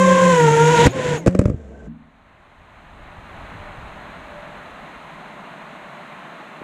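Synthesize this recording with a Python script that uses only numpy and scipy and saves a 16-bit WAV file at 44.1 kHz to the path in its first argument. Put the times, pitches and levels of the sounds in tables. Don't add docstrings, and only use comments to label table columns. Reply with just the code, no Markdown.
import sys
import numpy as np
from scipy import signal
from scipy.fft import rfft, irfft, next_fast_len
from scipy.io import wavfile
from scipy.ndimage import uniform_filter1d, minimum_filter1d

SR = 44100
rng = np.random.default_rng(int(sys.argv[2]) if len(sys.argv) > 2 else 0)


def to_wav(s):
    ch = np.atleast_2d(s).T
    pcm = np.round(np.clip(ch, -1, 1) * 32767)
    wavfile.write(sys.argv[1], SR, pcm.astype(np.int16))


N = 292383
TIME = np.arange(N) / SR
TOUCH_S, BRAKE_S = .865, 1.871
TOUCHED = np.clip((TIME - TOUCH_S) / .02, 0, 1)
RUN_DOWN_DB = -166 * np.maximum(TIME - BRAKE_S, 0)
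CALM_DB = -12 * np.exp(-TIME / 0.038)
BOOST_DB = 20

# frequency in Hz, relative level in dB.
RUSH_SPECTRUM = [(400, -16), (800, 9), (1200, 2.5), (1500, 8.5), (1900, 11), (2300, 6), (3200, 3.5),
                 (4000, -1.5), (4900, -11.5), (7000, -29), (15000, -66)]
# frequency in Hz, relative level in dB.
CRACK_SPECTRUM = [(300, 7), (900, 9.5), (1500, 8), (2400, 4.5), (3500, -12), (5000, -7.5), (8000, -6),
                  (11000, -24), (15000, -39)]


def from_db(db):
    return np.exp(np.asarray(db) * (np.log(10) / 20))


def rms_one(x):
    return x / np.sqrt(np.mean(x ** 2) + 1e-20)


def in_time(*tables):
    return np.interp(TIME, *np.vstack(tables).T)


def swells(rows):
    return sum(from_db(db) * np.exp(-((TIME - s) / half_width) ** 2) for s, half_width, db in rows)


def butter(x, hz, kind):
    return signal.sosfilt(signal.butter(2, hz, kind, fs=SR, output="sos"), x + 1e-18)


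def drift(hz):
    step, settling = 40, 2000
    pole = np.exp(-2 * np.pi * hz * step / SR)
    white = rng.standard_normal(N // step + settling + 2)
    slow = signal.lfilter([1], [1, -2 * pole, pole * pole], white)[settling:]
    return np.interp(np.arange(N) / step, np.arange(len(slow)), rms_one(slow))


def noise(spectrum):
    hz, level_db = np.transpose(spectrum)
    size = next_fast_len(N)
    bin_hz = np.arange(size // 2 + 1) * SR / size
    colour = from_db(np.interp(np.log(bin_hz + 1), np.log(hz), level_db))
    return rms_one(irfft(rfft(rng.standard_normal(size)) * colour, size)[:N])


def ring(clicks, hz, t60):
    pole, omega = from_db(-60 / (t60 * SR)), 2 * np.pi * hz / SR
    return signal.lfilter([0, np.sin(omega)], [1, -2 * pole * np.cos(omega), pole * pole], clicks + 1e-18)


def fade(clicks, t60):
    return signal.lfilter([1], [1, -from_db(-60 / (t60 * SR))], clicks + 1e-18)


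def angle(hz, jitter):
    return 2 * np.pi * (np.cumsum(hz * (1 + jitter * drift(28.2))) / SR + rng.random())


def parking_lot():
    # frequency in Hz, relative level in dB.
    traffic_spectrum = [(90, -31), (150, 2.5), (200, 2.5), (300, -2.5), (430, -5), (530, -4), (650, 1),
                        (1050, 0.5), (2000, -5), (2800, -11), (3250, -16), (4150, -17.5), (4700, -37.5),
                        (7000, -70)]
    rumble_spectrum = [(15, -8.5), (35, 3), (70, 2), (110, -1.5), (200, -15.5), (400, -38), (1000, -77)]
    hiss_spectrum = [(3000, -4), (4800, -6), (5500, -9), (6500, 1), (7000, -2.5), (8200, -4),
                     (11000, -11.5), (12500, -13.5), (15000, -18)]
    # centre in seconds, half width in seconds, level in dB at full gain.
    tyre_swells = [(3.68, 0.053, -49), (4.14, .04, -53), (4.4, 0.13, -42.5), (5.7, 0.11, -52),
                   (6.0, .04, -54)]
    # frequency in Hz, level in dB at full gain.
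    engine_tones = [(660, -56), (1075, -55)]
    traffic = from_db(-39 + 0.45 * drift(11)) * noise(traffic_spectrum)
    tyre_gain = (from_db(-53) + swells(tyre_swells)) * from_db(1.85 * drift(13))
    tyres = tyre_gain * np.sin(angle(hz=592.5, jitter=.011))
    engines = sum(from_db(db + 3 * drift(3)) * np.sin(angle(hz, jitter=0.00596))
                  for hz, db in engine_tones)
    rumble_db = -42 - 11 * np.maximum(TIME - 3.63, 0)
    rumble = from_db(rumble_db + 1.9 * drift(11)) * noise(rumble_spectrum)
    hiss = from_db(-63) * noise(hiss_spectrum)
    return from_db(-BOOST_DB) * (traffic + tyres + engines + rumble + hiss)


def rattle():
    start_s, end_s, ticks_per_s = 1.28, 1.52, 70
    ticks = (rng.random(N) < ticks_per_s / SR) * (TIME > start_s) * (TIME < end_s)
    strength = from_db(-44.5 + 3 * rng.standard_normal(N))
    return fade(ticks * strength, t60=0.023) * noise(CRACK_SPECTRUM)


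def braking():
    # starting frequency in Hz, level in dB, T60 in seconds.
    modes = [(163, -33.5, 0.45), (228.2, -33, 0.46), (242, -37, 0.66), (284, -45, 0.81)]
    since = np.maximum(TIME - BRAKE_S, 0)
    sag = np.exp(-0.21 * since)
    onset = np.clip(since / 0.0055, 0, 1)
    return onset * sum(from_db(db - 60 * since / t60) * np.sin(angle(hz * sag, jitter=.02))
                       for hz, db, t60 in modes)


def frame_knocks():
    # time in seconds, then knock, thump and crack strengths in dB.
    knocks = [(0.854, -7.5, 0, -30), (0.864, -6, -27, -10), (0.868, -2.5, 3.5, -14), (1.262, 0, -17, -21),
              (1.271, -3.5, -6, -18), (1.277, -3, 4.5, -19.5), (1.349, -6, -15, -27.5),
              (1.3905, -2, 4, -18), (1.414, -10, -14, -34), (1.455, -8, 2, -26.5), (1.480, -14.5, -8, -50),
              (1.498, -11, -5, -41), (1.512, -18, -12, -64), (1.541, -32, -8, -69), (6.614, -43, -68, -79)]
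    # frequency in Hz, relative level in dB, T60 in seconds.
    modes = [(180, -12.5, 0.096), (263, -4.5, 0.051), (340, -1.5, 0.023), (499, -3, 0.025),
             (606.4, -8, 0.028), (1226, -23, 0.02273)]
    times, knock_db, thump_db, crack_db = np.transpose(knocks)

    def clicks(level_db):
        return np.bincount(np.round(times * SR).astype(int), from_db(level_db), N)[:N]

    scatter_db = rng.normal(0, 1.5, (len(times), len(modes)))
    frame = sum((-1) ** k * ring(clicks(knock_db + db + scatter_db[:, k]), hz, t60)
                for k, (hz, db, t60) in enumerate(modes))
    thump = ring(clicks(thump_db), hz=112, t60=0.03)
    thump = butter(butter(thump, 250, "low"), 49.8, "high")
    tick = butter(butter(clicks(crack_db + 4), 6950, "low"), 896, "high")
    crunch = fade(clicks(crack_db), t60=0.026)
    scattering = fade(clicks(crack_db - 27.5), t60=0.21)
    grit = butter(crunch + scattering, 592, "low") * noise(CRACK_SPECTRUM)
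    return frame + thump + tick + grit


def rotor_level(law, blade_hz):
    hover_db, db_per_octave, ground_db, loss_db = law
    hover_hz, nearing_s, recovery_s = 490, 0.17, 0.072
    speed = blade_hz / hover_hz
    from_touch_s = np.abs(TIME - TOUCH_S)
    flight_db = (1 - TOUCHED) * ground_db * np.exp(-from_touch_s / nearing_s)
    landed_db = TOUCHED * (db_per_octave * np.log2(speed) - loss_db)
    dip_db = -22.5 * (TIME > TOUCH_S) * np.exp(-from_touch_s / recovery_s) * speed ** 4
    return hover_db + flight_db + landed_db + dip_db + RUN_DOWN_DB


def rotor_wash(blade_hz, powered):
    # frequency in Hz, relative level in dB.
    spectrum = [(20, -21), (50, -9), (110, 1), (250, 0), (400, -2), (650, -3), (800, -16), (1200, -32.5),
                (3000, -55), (8000, -94)]
    law = (-31, 15.5, 11, -4)
    wash = from_db(rotor_level(law, blade_hz) + .5 * CALM_DB + 2 * drift(21)) * noise(spectrum)
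    return powered * wash + (1 - powered) * butter(wash, 250, "low")


def chopped_air(blade_hz, blade_phase, shaft_phase):
    # frequency in Hz, relative level in dB.
    hiss_spectrum = [(3000, -32), (5000, -7.5), (5800, -2.5), (6700, 1.5), (7500, 0.5), (8400, -9.5),
                     (10000, -13), (12000, -24.5), (15000, -36)]
    rasp_spectrum = [(1200, -24), (2300, 1.5), (3000, 4), (3900, 0), (5000, -11), (8000, -34)]
    # centre and half width in seconds, level in dB.
    rasp_swells = [(.82, 0.062, -26.5)]
    rush_law = (-29.5, 30, 8.5, 1)
    hiss_law = (-34.5, 27, 4.5, 6)
    chop = from_db(2 * np.sin(blade_phase) + np.sin(shaft_phase) + 0.7 * drift(40))
    rush = from_db(rotor_level(rush_law, blade_hz) + CALM_DB) * noise(RUSH_SPECTRUM)
    hiss = from_db(rotor_level(hiss_law, blade_hz)) * noise(hiss_spectrum)
    rasp = swells(rasp_swells) * noise(rasp_spectrum)
    return chop * (rush + hiss + rasp)


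def motor_bells(blade_hz):
    # frequency in Hz, relative level in dB.
    spectrum = [(6000, -44), (6450, -4), (6650, 3), (6850, -2), (7050, -9), (7500, -29)]
    # centre in seconds, half width in seconds, level in dB.
    ring_swells = [(.912, 0.018, -42.5), (1.187, 0.019, -40.5)]
    law = (-47.5, 29, 9, 12)
    return (from_db(rotor_level(law, blade_hz)) + swells(ring_swells)) * noise(spectrum)


def cogging(blade_hz, blade_phase):
    # frequency in Hz, gain in dB.
    radiation = [(1400, 1), (2100, 5.5), (2600, -8), (3500, -14.5), (4500, -35), (5700, -20), (6700, -2.5),
                 (7400, -9.5), (8200, -20.5), (10400, -18), (11500, -35), (13600, -29), (15000, -43)]
    # centre and half width in seconds, drive level in dB.
    squeals = [(1.245, 0.019, -47), (1.83, .04, -56)]
    law = (-34.5, 13.5, 3, 14)
    slowness = np.clip(1 - blade_hz / 450, 0, 1)
    tug_phase = blade_phase + 0.034 * (1 + 2 * slowness) * drift(70)
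    whine = 0
    for rank, order in enumerate((7, 14, 22, 28)):
        level_db = np.interp(order * blade_hz, *np.transpose(radiation)) - 27 * rank * slowness
        whine += from_db(level_db + 4.3 * drift(47)) * np.sin(order * tug_phase)
    return (from_db(rotor_level(law, blade_hz)) + swells(squeals)) * whine


def hum_level():
    # time in seconds, level in dB.
    landing_hum = [(.89, -24), (.95, -49), (1.02, -35), (1.14, -25), (1.24, -35), (1.3, -23), (1.52, -24.5),
                   (1.59, -38.5), (1.87, -40.5)]
    throb_hz, dip_s, depth_db, narrowness = 5.3, 0.386, 8.5, 9.1
    dips = np.abs(np.cos(np.pi * throb_hz * (TIME - dip_s))) ** narrowness
    flight_db = -16.5 - depth_db * dips * np.clip(TIME / dip_s, 0, 1)
    return (1 - TOUCHED) * flight_db + TOUCHED * in_time(landing_hum) + RUN_DOWN_DB


def imbalance(phase, hum_db, buzz_db):
    hum = np.sin(phase) + from_db(-16.5) * np.sin(2 * phase)
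    orders = np.array([k for k in range(4, 21) if k % 3])
    rush_hz, rush_db = np.transpose(RUSH_SPECTRUM)
    typical_shaft_hz = 165
    colour_db = np.interp(orders * typical_shaft_hz, rush_hz, rush_db - rush_db.max())
    buzz = sum(from_db(db + 1.2 * drift(9.1)) * np.sin(k * phase + 2 * np.pi * rng.random())
               for k, db in zip(orders, colour_db))
    return np.sqrt(2) * (from_db(hum_db + 1.4 * drift(7)) * hum + from_db(buzz_db) * buzz)


def propeller(phase, tone_db, overtone_db, rough_db):
    harmonics_db = [-1, -9.5, -17.5, -24, -23.5, -29.5, -32]
    tone = from_db(tone_db + 1.5 * drift(39)) * np.sin(phase)
    overtones = 0
    for k, db in enumerate(harmonics_db, 2):
        gain = from_db(db + rough_db * np.log(k) * drift(21))
        overtones += gain * np.sin(k * phase + 2 * np.pi * rng.random())
    return np.sqrt(2) * (tone + from_db(overtone_db) * overtones)


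def rotors():
    # time in seconds, blade-pass frequency in Hz.
    blade_flight = [(0.0, 523.8), (0.19, 526), (0.31, 516), (0.42, 472.4), (0.494, 458.7), (0.582, 460),
                    (0.72, 485.3), (0.79, 464.8), (0.86, 487.7)]
    blade_landing = [(0.884, 332.3), (.915, 369.4), (.932, 540), (1.03, 503), (1.165, 476.6),
                     (1.195, 323.7), (1.261, 273.6), (1.55, 222.3), (1.871, 220.7)]
    # time in seconds, turns per second.
    shaft_flight = [(0.0, 187.6), (0.31, 178.6), (0.402, 154), (0.448, 159), (0.472, 148), (0.688, 155),
                    (0.82, 162)]
    shaft_landing = [(0.882, 107), (0.952, 145), (1.159, 149), (1.235, 173), (1.31, 180), (1.51, 200),
                     (1.579, 75), (1.868, 62), (2.05, 66)]
    tone_law = (-15.5, 26, -0.5, 7.5)
    overtone_law = (-18.5, 18.5, 1, 12.5)
    blade_hz, shaft_hz = in_time(blade_flight, blade_landing), in_time(shaft_flight, shaft_landing)
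    tone_db, overtone_db = rotor_level(tone_law, blade_hz), rotor_level(overtone_law, blade_hz)
    hum_db = hum_level()
    stumble = 0.054 * np.clip(1 - shaft_hz / 140, 0, 1)
    blade_phase = angle(blade_hz, jitter=.002)
    shaft_phase = angle(shaft_hz, jitter=.003 + 2 * stumble)
    whine = propeller(blade_phase, tone_db, overtone_db, rough_db=2.1)
    whine += propeller(3 * shaft_phase, hum_db - 12, overtone_db - 12, rough_db=2.0)
    for side in (-1, 1):
        trim = 1 + side * .024 + 0.01203 * drift(3.023)
        phase = angle(blade_hz * trim, jitter=0.00497 + stumble)
        whine += propeller(phase, tone_db - 15.5, overtone_db - 9.5, rough_db=3.0)
    whine += cogging(blade_hz, blade_phase)
    shake = imbalance(shaft_phase, hum_db, buzz_db=overtone_db - 25.5)
    air = chopped_air(blade_hz, blade_phase, shaft_phase)
    powered = np.clip((BRAKE_S - TIME) / .025 + 1, 0, 1)
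    wash = rotor_wash(blade_hz, powered)
    return powered * (whine + air + motor_bells(blade_hz)) + shake + wash


def scene():
    return (rotors() + frame_knocks() + braking() + parking_lot() + rattle())[None]


def gain_control(x, threshold_db, hold_s, release_db_per_s):
    level_db = 10 * np.log10(np.abs(uniform_filter1d(x ** 2, size=1024)) + 1e-12)
    headroom_db = np.clip(threshold_db - level_db, 0, BOOST_DB)
    half_hold = int(hold_s * SR / 2)
    held_db = minimum_filter1d(headroom_db, 2 * half_hold + 1, origin=half_hold)
    climb_db = release_db_per_s * TIME
    return x * from_db(np.minimum.accumulate(held_db - climb_db, axis=-1) + climb_db)


def record(dry):
    cutoff_hz = 14800
    levelled = gain_control(dry, threshold_db=-18.0, hold_s=0.28, release_db_per_s=12.0)
    rounded = levelled / (1 + levelled ** 6) ** (1 / 6)
    return signal.sosfilt(signal.ellip(10, .1, 90, cutoff_hz, fs=SR, output="sos"), rounded)


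dry = scene()
out = record(dry)
to_wav(out)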